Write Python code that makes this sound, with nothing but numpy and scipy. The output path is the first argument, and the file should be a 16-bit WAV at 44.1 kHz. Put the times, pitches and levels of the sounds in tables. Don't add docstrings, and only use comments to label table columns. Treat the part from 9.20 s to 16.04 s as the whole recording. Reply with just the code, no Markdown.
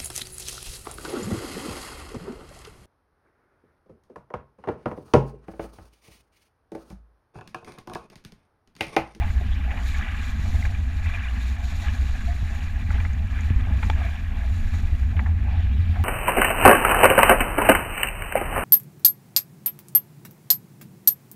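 import sys
import numpy as np
from scipy import signal
from scipy.fft import rfft, irfft
from scipy.io import wavfile
from scipy.ndimage import uniform_filter1d

SR = 44100
rng = np.random.default_rng(int(sys.argv[2]) if len(sys.argv) > 2 else 0)


def unload_wav(signal):
    wavfile.write(
        sys.argv[1],
        SR,
        np.round(np.clip(np.atleast_2d(signal).T, -1, 1) * 32767).astype(np.int16),
    )


N = 301644
T = np.arange(N) / SR
HZ = np.fft.rfftfreq(N, 1 / SR)


def amp(db):
    return 10 ** (np.asarray(db) / 20)


def unit(x):
    return x / np.sqrt(np.mean(x ** 2) + 1e-20)


def spectrum_gain(spectrum, hz):
    freq_hz, level_db = np.transpose(spectrum)
    return amp(np.interp(np.log(hz + 1), np.log(freq_hz), level_db))


def fader(curve):
    return amp(np.interp(T, *np.transpose(curve)))


def add(mix, start_s, sound):
    part = mix[max(round(start_s * SR), 0):][:len(sound)]
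    part += sound[:len(part)]


def colour(x, spectrum):
    return unit(irfft(rfft(x) * spectrum_gain(spectrum, HZ), N))


def flicker(depth_db, rate_hz):
    lowpass = np.exp(-(HZ / rate_hz) ** 2) * (HZ > 0)
    return amp(depth_db * unit(irfft(rfft(rng.standard_normal(N)) * lowpass, N)))


# freq_hz, level_db
BOOM_SPECTRUM = [(25, -11), (42, -7.5), (55, -7), (64, 3), (73, -5.5), (83, 1), (92, -6), (100, -15),
                 (118, -27.5), (160, -34), (300, -70), (600, -84)]
# time_s, tilt_db
BOOM_TILT = [(0.0, -2), (1.4, 0), (2.9, -2.5), (3.8, 1), (5.8, 0), (6.84, 4.5)]


def case_boom(gust, split_hz=67.6):
    pressure = colour(rng.standard_normal(N), BOOM_SPECTRUM)
    power = uniform_filter1d(uniform_filter1d(pressure ** 2, size=5000), size=3000) + 1e-6
    eddies = unit(pressure / power ** 0.25)
    speed = uniform_filter1d(gust, size=12000) ** 0.0815
    travel = np.cumsum(speed / speed.mean())
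    boom = np.interp(travel, np.arange(N), eddies)
    lower = irfft(rfft(boom) / (1 + (HZ / split_hz) ** 20), N)
    upper = boom - lower
    tilt = fader(BOOM_TILT)
    return gust * (lower / tilt + upper * tilt)


# time_s, level_db
GUSTS = [(0.1, -21.5), (0.85, -26.5), (1.12, -26.5), (1.33, -18.5), (1.62, -23.5), (1.86, -21), (2.02, -27),
         (2.85, -22), (3.5, -24.5), (3.76, -18.5), (4.05, -24), (4.36, -20.5), (4.8, -21), (4.96, -27),
         (5.22, -27), (5.32, -21.5), (6.84, -20)]
# freq_hz, level_db
SWAY_SPECTRUM = [(4, -45), (17, -14), (25, 1), (32, -9), (50, -13), (120, -70)]
DRONE_SPECTRUM = [(70, -25), (125, -1.5), (165, -3), (212, 1), (242, 0.5), (270, -6.5), (300, -13.5),
                  (370, -20.5), (520, -26.5), (1200, -56)]
# time_s, level_db
SWAY_LEVEL = [(0.0, -27), (1.8, -36.5), (2.4, -53), (3.3, -33), (4.1, -31.5), (5.1, -29), (5.8, -29),
              (6.2, -38.5), (6.84, -27)]
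DRONE_LEVEL = [(0.0, -41), (1.25, -41), (2.9, -44.5), (3.3, -42), (4.1, -42.5), (4.55, -38.5), (4.85, -42),
               (6.1, -40), (6.84, -40)]


def wind(mean_wind_db=-21, drone_follows=0.3):
    gust = fader(GUSTS)
    boom = amp(-0.34) * case_boom(gust)
    sway = amp(-1.0) * fader(SWAY_LEVEL) * colour(rng.standard_normal(N), SWAY_SPECTRUM)
    drone_gain = amp(0.5) * fader(DRONE_LEVEL) * (gust / amp(mean_wind_db)) ** drone_follows
    drone = drone_gain * colour(rng.standard_normal(N), DRONE_SPECTRUM)
    return boom + sway + drone * flicker(depth_db=2.13, rate_hz=18)


def ring(hz, ring_s, rise=0.054):
    age = np.arange(0, ring_s, 1 / SR) / ring_s
    attack_share = 0.6 * ring_s
    envelope = (1 - np.exp(-age / attack_share)) * amp(-60 * age)
    return envelope * np.sin(2 * np.pi * hz * ring_s * age * (1 + rise * age))


def bubble_swarm(low_hz, high_hz, per_s, spread_db, cycles):
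    out = np.zeros(N)
    when, strength, polarity, size = rng.random((40000, 4))[:int(per_s * N / SR)].T
    gains = amp(spread_db * np.minimum(-np.log(1 - strength), 4.5)) * np.sign(polarity - 0.5)
    pitches = np.geomspace(low_hz, high_hz, num=36)
    pitch_index = (size * len(pitches)).astype(int)
    for k, hz in enumerate(pitches):
        chosen = pitch_index == k
        clicks = np.bincount((when[chosen] * N).astype(int), gains[chosen], N)
        out += signal.oaconvolve(clicks, ring(hz, cycles / hz) * hz / high_hz)[:N]
    return unit(out)


def rush(patchy_db):
    frames = dict(nperseg=256, noverlap=192)
    noise = signal.stft(rng.standard_normal(N), **frames)[2]
    patches = uniform_filter1d(rng.standard_normal(noise.shape), size=5, axis=0)
    patches = unit(uniform_filter1d(patches, size=16, axis=1))
    return unit(signal.istft(noise * amp(patchy_db * patches), **frames)[1][:N])


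def surge(peak_s, level_db, rise_s, fall_s):
    from_peak = (T - peak_s) / np.where(T < peak_s, rise_s, fall_s)
    return (amp(level_db) / np.cosh(np.clip(from_peak * np.sqrt(2), -30, 30))) ** 2


# time_s, level_db
WASH = [(0.0, -6), (1.3, 3), (1.7, 0.5), (2.25, 0.5), (3.0, 4), (4.05, -3), (5.05, -5), (5.6, -1),
        (6.15, -5), (6.84, -7)]
# fold_s, gurgle_db, churn_db, churn_rise_s, foam_db, foam_delay_s
BOW_FOLDS = [(0.022, -43.5, -44, 0.11, -57, 0.095), (0.494, -42.5, -44, 0.15, -50.5, 0.21),
             (0.828, -51, -39, 0.12, -54, 0.22), (1.255, -57, -91, 0.11, -52, 0.075),
             (1.41, -50, -60, 0.046, -58, 0), (1.907, -52.5, -41, 0.12, -59.5, 0.0),
             (2.12, -57, -81, 0.055, -53.5, 0.13), (2.394, -51, -52, 0.25, -52, 0.11),
             (2.655, -47.5, -42.5, 0.041, -51, 0.016), (3.343, -50, -48, 0.046, -58.5, 0.05),
             (3.758, -51, -44.5, 0.057, -59.5, 0.041), (4.16, -58, -44.5, 0.08, -60, 0.07),
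             (4.507, -43, -46, 0.28, -55.5, 0.16), (4.816, -41.5, -41.5, 0.068, -57, 0.07),
             (5.204, -48.5, -47.5, 0.11, -58, 0.11), (5.49, -68, -47.5, 0.049, -56, 0.03),
             (5.992, -49.5, -57, 0.078, -78, 0.02), (6.312, -43, -47, 0.13, -71, 0.094),
             (6.757, -51, -48.5, 0.18, -68, 0.05)]


def bow_wave_gains(churn_delay_s=0.0071, churn_linger=2.14):
    wash = fader(WASH)
    churn = (amp(-45.5) * wash ** 0.43) ** 2
    gurgle = (amp(-55.5) * wash ** 0.23) ** 2
    foam = (amp(-60) * wash ** 1.32) ** 2
    for fold_s, gurgle_db, churn_db, churn_rise_s, foam_db, foam_delay_s in BOW_FOLDS:
        gurgle += surge(fold_s, gurgle_db, rise_s=0.051, fall_s=0.078)
        churn += surge(fold_s + churn_delay_s, churn_db, churn_rise_s, churn_rise_s * churn_linger)
        foam += surge(fold_s + foam_delay_s, foam_db, rise_s=0.091, fall_s=0.1)
    return np.sqrt([churn, gurgle, foam])


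# freq_hz, level_db
CHURN_SPECTRUM = [(300, -47), (600, -7), (1100, 0.5), (1430, -2.5), (1680, 6.5), (1800, 2), (2250, -1.5),
                  (2700, -3), (3080, -9.5), (3600, -9.5), (5000, -26), (15000, -60)]
GURGLE_SPECTRUM = [(250, -17), (400, -2.5), (530, -10.5), (690, 5.5), (850, -2.5), (1200, -20.5),
                   (1800, -29), (4000, -63)]
FOAM_SPECTRUM = [(1500, 1.5), (3050, 1.5), (3950, 8.5), (4450, 1), (5200, -8), (6200, -3.5), (7300, -2.5),
                 (8600, -10.5), (11000, -13), (13300, -9.5), (16000, -19)]


def bow_wave():
    churn_gain, gurgle_gain, foam_gain = bow_wave_gains()
    breaking = 1 / (1 + (amp(-36.5) / churn_gain) ** 2)
    churn = np.sqrt(1 - breaking) * rush(patchy_db=-0.2)
    churn += np.sqrt(breaking) * bubble_swarm(1072, 3583, per_s=800, spread_db=1.5, cycles=41.4)
    gurgle = rush(patchy_db=8.0)
    gurgle += amp(-12.5) * bubble_swarm(506, 1316, per_s=300, spread_db=0.5, cycles=37)
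    foam = rush(patchy_db=1.64)
    foam += amp(-5.5) * bubble_swarm(3560, 14200, per_s=900, spread_db=1.5, cycles=13)
    churn = amp(-1.64) * colour(churn, CHURN_SPECTRUM) * flicker(depth_db=1.1, rate_hz=27)
    gurgle = amp(-0.5) * colour(gurgle, GURGLE_SPECTRUM)
    foam = amp(2.0) * colour(foam, FOAM_SPECTRUM) * flicker(depth_db=1.45, rate_hz=25)
    return churn_gain * churn + gurgle_gain * gurgle + foam_gain * foam


# start_s, level_db, pitch_hz, ring_s
CLOSE_BUBBLES = [(0.012, -21, 695, 0.093), (0.024, -20, 807, 0.051), (1.426, -15, 2040, .025),
                 (1.549, -24, 2300, 0.014), (1.947, -16, 2380, 0.027), (2.034, -23, 2360, 0.048),
                 (2.084, -21, 2830, 0.032), (2.953, -22.5, 1620, 0.042), (3.074, -16, 689, 0.16),
                 (3.933, -36.5, 6430, 0.014), (4.209, -29, 6600, 0.0073), (5.947, -27, 655, 0.04),
                 (6.768, -20, 695, 0.064)]


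def close_bubbles():
    out = np.zeros(N)
    for start_s, level_db, pitch_hz, ring_s in CLOSE_BUBBLES:
        add(out, start_s, amp(level_db) * ring(pitch_hz, ring_s))
    return out


# peak_s, level_db, half_length_s
SPRAY_SHEETS = [(0.314, -50, 0.1), (6.377, -51.5, 0.092), (6.71, -54.5, 0.24)]
# freq_hz, level_db
SPRAY_SPECTRUM = [(1800, -14.5), (2800, 1), (3700, -1), (4800, -19.5), (9000, -47)]


def spray():
    swell = sum(amp(level_db) * np.exp(-((T - peak_s) / half_length_s) ** 2)
                for peak_s, level_db, half_length_s in SPRAY_SHEETS)
    return swell * colour(rush(patchy_db=4.5), SPRAY_SPECTRUM)


# start_s, level_db, bright_hz, spread_hz, decay_s
HULL_SLAPS = [(0.504, -17.5, 2200, 700, 0.071), (0.575, -18, 2070, 700, 0.023),
              (0.79, -22, 1700, 600, 0.042), (0.860, -23, 1950, 696, 0.025),
              (1.451, -13.5, 1980, 400, 0.036), (3.705, -16.5, 1600, 500, 0.036),
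              (3.8, -18, 2000, 900, 0.038), (3.850, -17, 1660, 500, 0.026), (4.187, -22, 2340, 600, 0.047),
              (4.301, -18.5, 1290, 1200, 0.025), (4.410, -25.5, 2100, 1200, 0.017),
              (4.627, -12.5, 1770, 1130, 0.04), (4.700, -4, 1900, 1700, 0.012),
              (5.540, -24.5, 1700, 600, 0.035), (5.966, -22.5, 2700, 600, 0.028),
              (5.992, -11, 1750, 550, 0.028), (6.059, -17, 1540, 600, 0.048),
              (6.755, -20.5, 1490, 600, 0.055)]
# freq_hz, level_db
SLAP_SPECTRUM = [(200, -34), (500, -4.5), (850, 1), (1500, 2.5), (2050, 5.5), (2800, -2), (3600, -3),
                 (4800, -15), (7000, -15), (12000, -19.5)]


def hull_slaps():
    out = np.zeros(N)
    t = np.arange(SR // 8) / SR
    hz = np.fft.rfftfreq(len(t), 1 / SR)
    for start_s, level_db, bright_hz, spread_hz, decay_s in HULL_SLAPS:
        noise = spectrum_gain(SLAP_SPECTRUM, hz) * np.exp(2j * np.pi * rng.random((2, len(hz))))
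        crack = unit(irfft(noise[0] / np.hypot(1, ((hz - bright_hz) / spread_hz) ** 2), len(t)))
        splash = unit(irfft(noise[1] / np.hypot(1, (hz / 1100) ** 3), len(t)))
        attack_s = 0.00097 * (decay_s / 0.029) ** 2
        crack *= (1 - np.exp(-t / attack_s)) * amp(-60 * t / decay_s)
        splash *= (1 - np.exp(-t / 0.0092)) * amp(-60 * t / (2.13 * decay_s))
        knock = ring(hz=885, ring_s=0.057, rise=0)
        add(out, start_s, amp(level_db - 11) * crack + amp(level_db - 18) * splash)
        add(out, start_s + 0.00149, amp(level_db - 23.5) * knock)
    return out


# start_s, level_db, pitch_hz, ring_s
LOW_THUMPS = [(1.195, -13, 108, 0.035), (1.325, -6.5, 73.4, 0.12), (3.228, -15, 126, 0.043),
              (3.691, -23, 159, 0.055), (4.305, -3, 94, 0.045), (4.305, -16.5, 202, 0.08),
              (4.361, 2.5, 55.5, 0.1), (4.699, -14.5, 856, 0.014)]


def low_thumps():
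    out = np.zeros(N)
    for start_s, level_db, pitch_hz, ring_s in LOW_THUMPS:
        add(out, start_s, amp(level_db) * ring(pitch_hz, ring_s))
    return out


# pitch_hz, width_hz, boost_db
CASE_RESONANCES = [(827, 42, 6.5), (1970, 26, 4.5), (2383, 110, 6), (2940, 14, 5), (3440, 56, 1.5),
                   (4820, 210, 5.5), (5570, 420, 8), (6370, 130, 5), (6730, 190, 7), (6980, 86, 7.5),
                   (9710, 380, 8)]


def camera_case(sound):
    out = sound.copy()
    for pitch_hz, width_hz, boost_db in CASE_RESONANCES:
        band = signal.lfilter(*signal.iirpeak(pitch_hz, pitch_hz / width_hz, fs=SR), sound)
        out += (amp(boost_db) - 1) * band
    return out


def scene():
    water = bow_wave() + amp(-10) * close_bubbles() + spray() + hull_slaps()
    return (camera_case(water) + amp(-2.5) * low_thumps() + wind())[None]


def record(dry, cutoff_hz=15200):
    lowpass = signal.firwin(511, cutoff_hz, window=("kaiser", 9), fs=SR)
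    return signal.oaconvolve(dry, lowpass[None], "same")


dry = scene()
out = record(dry)
unload_wav(out)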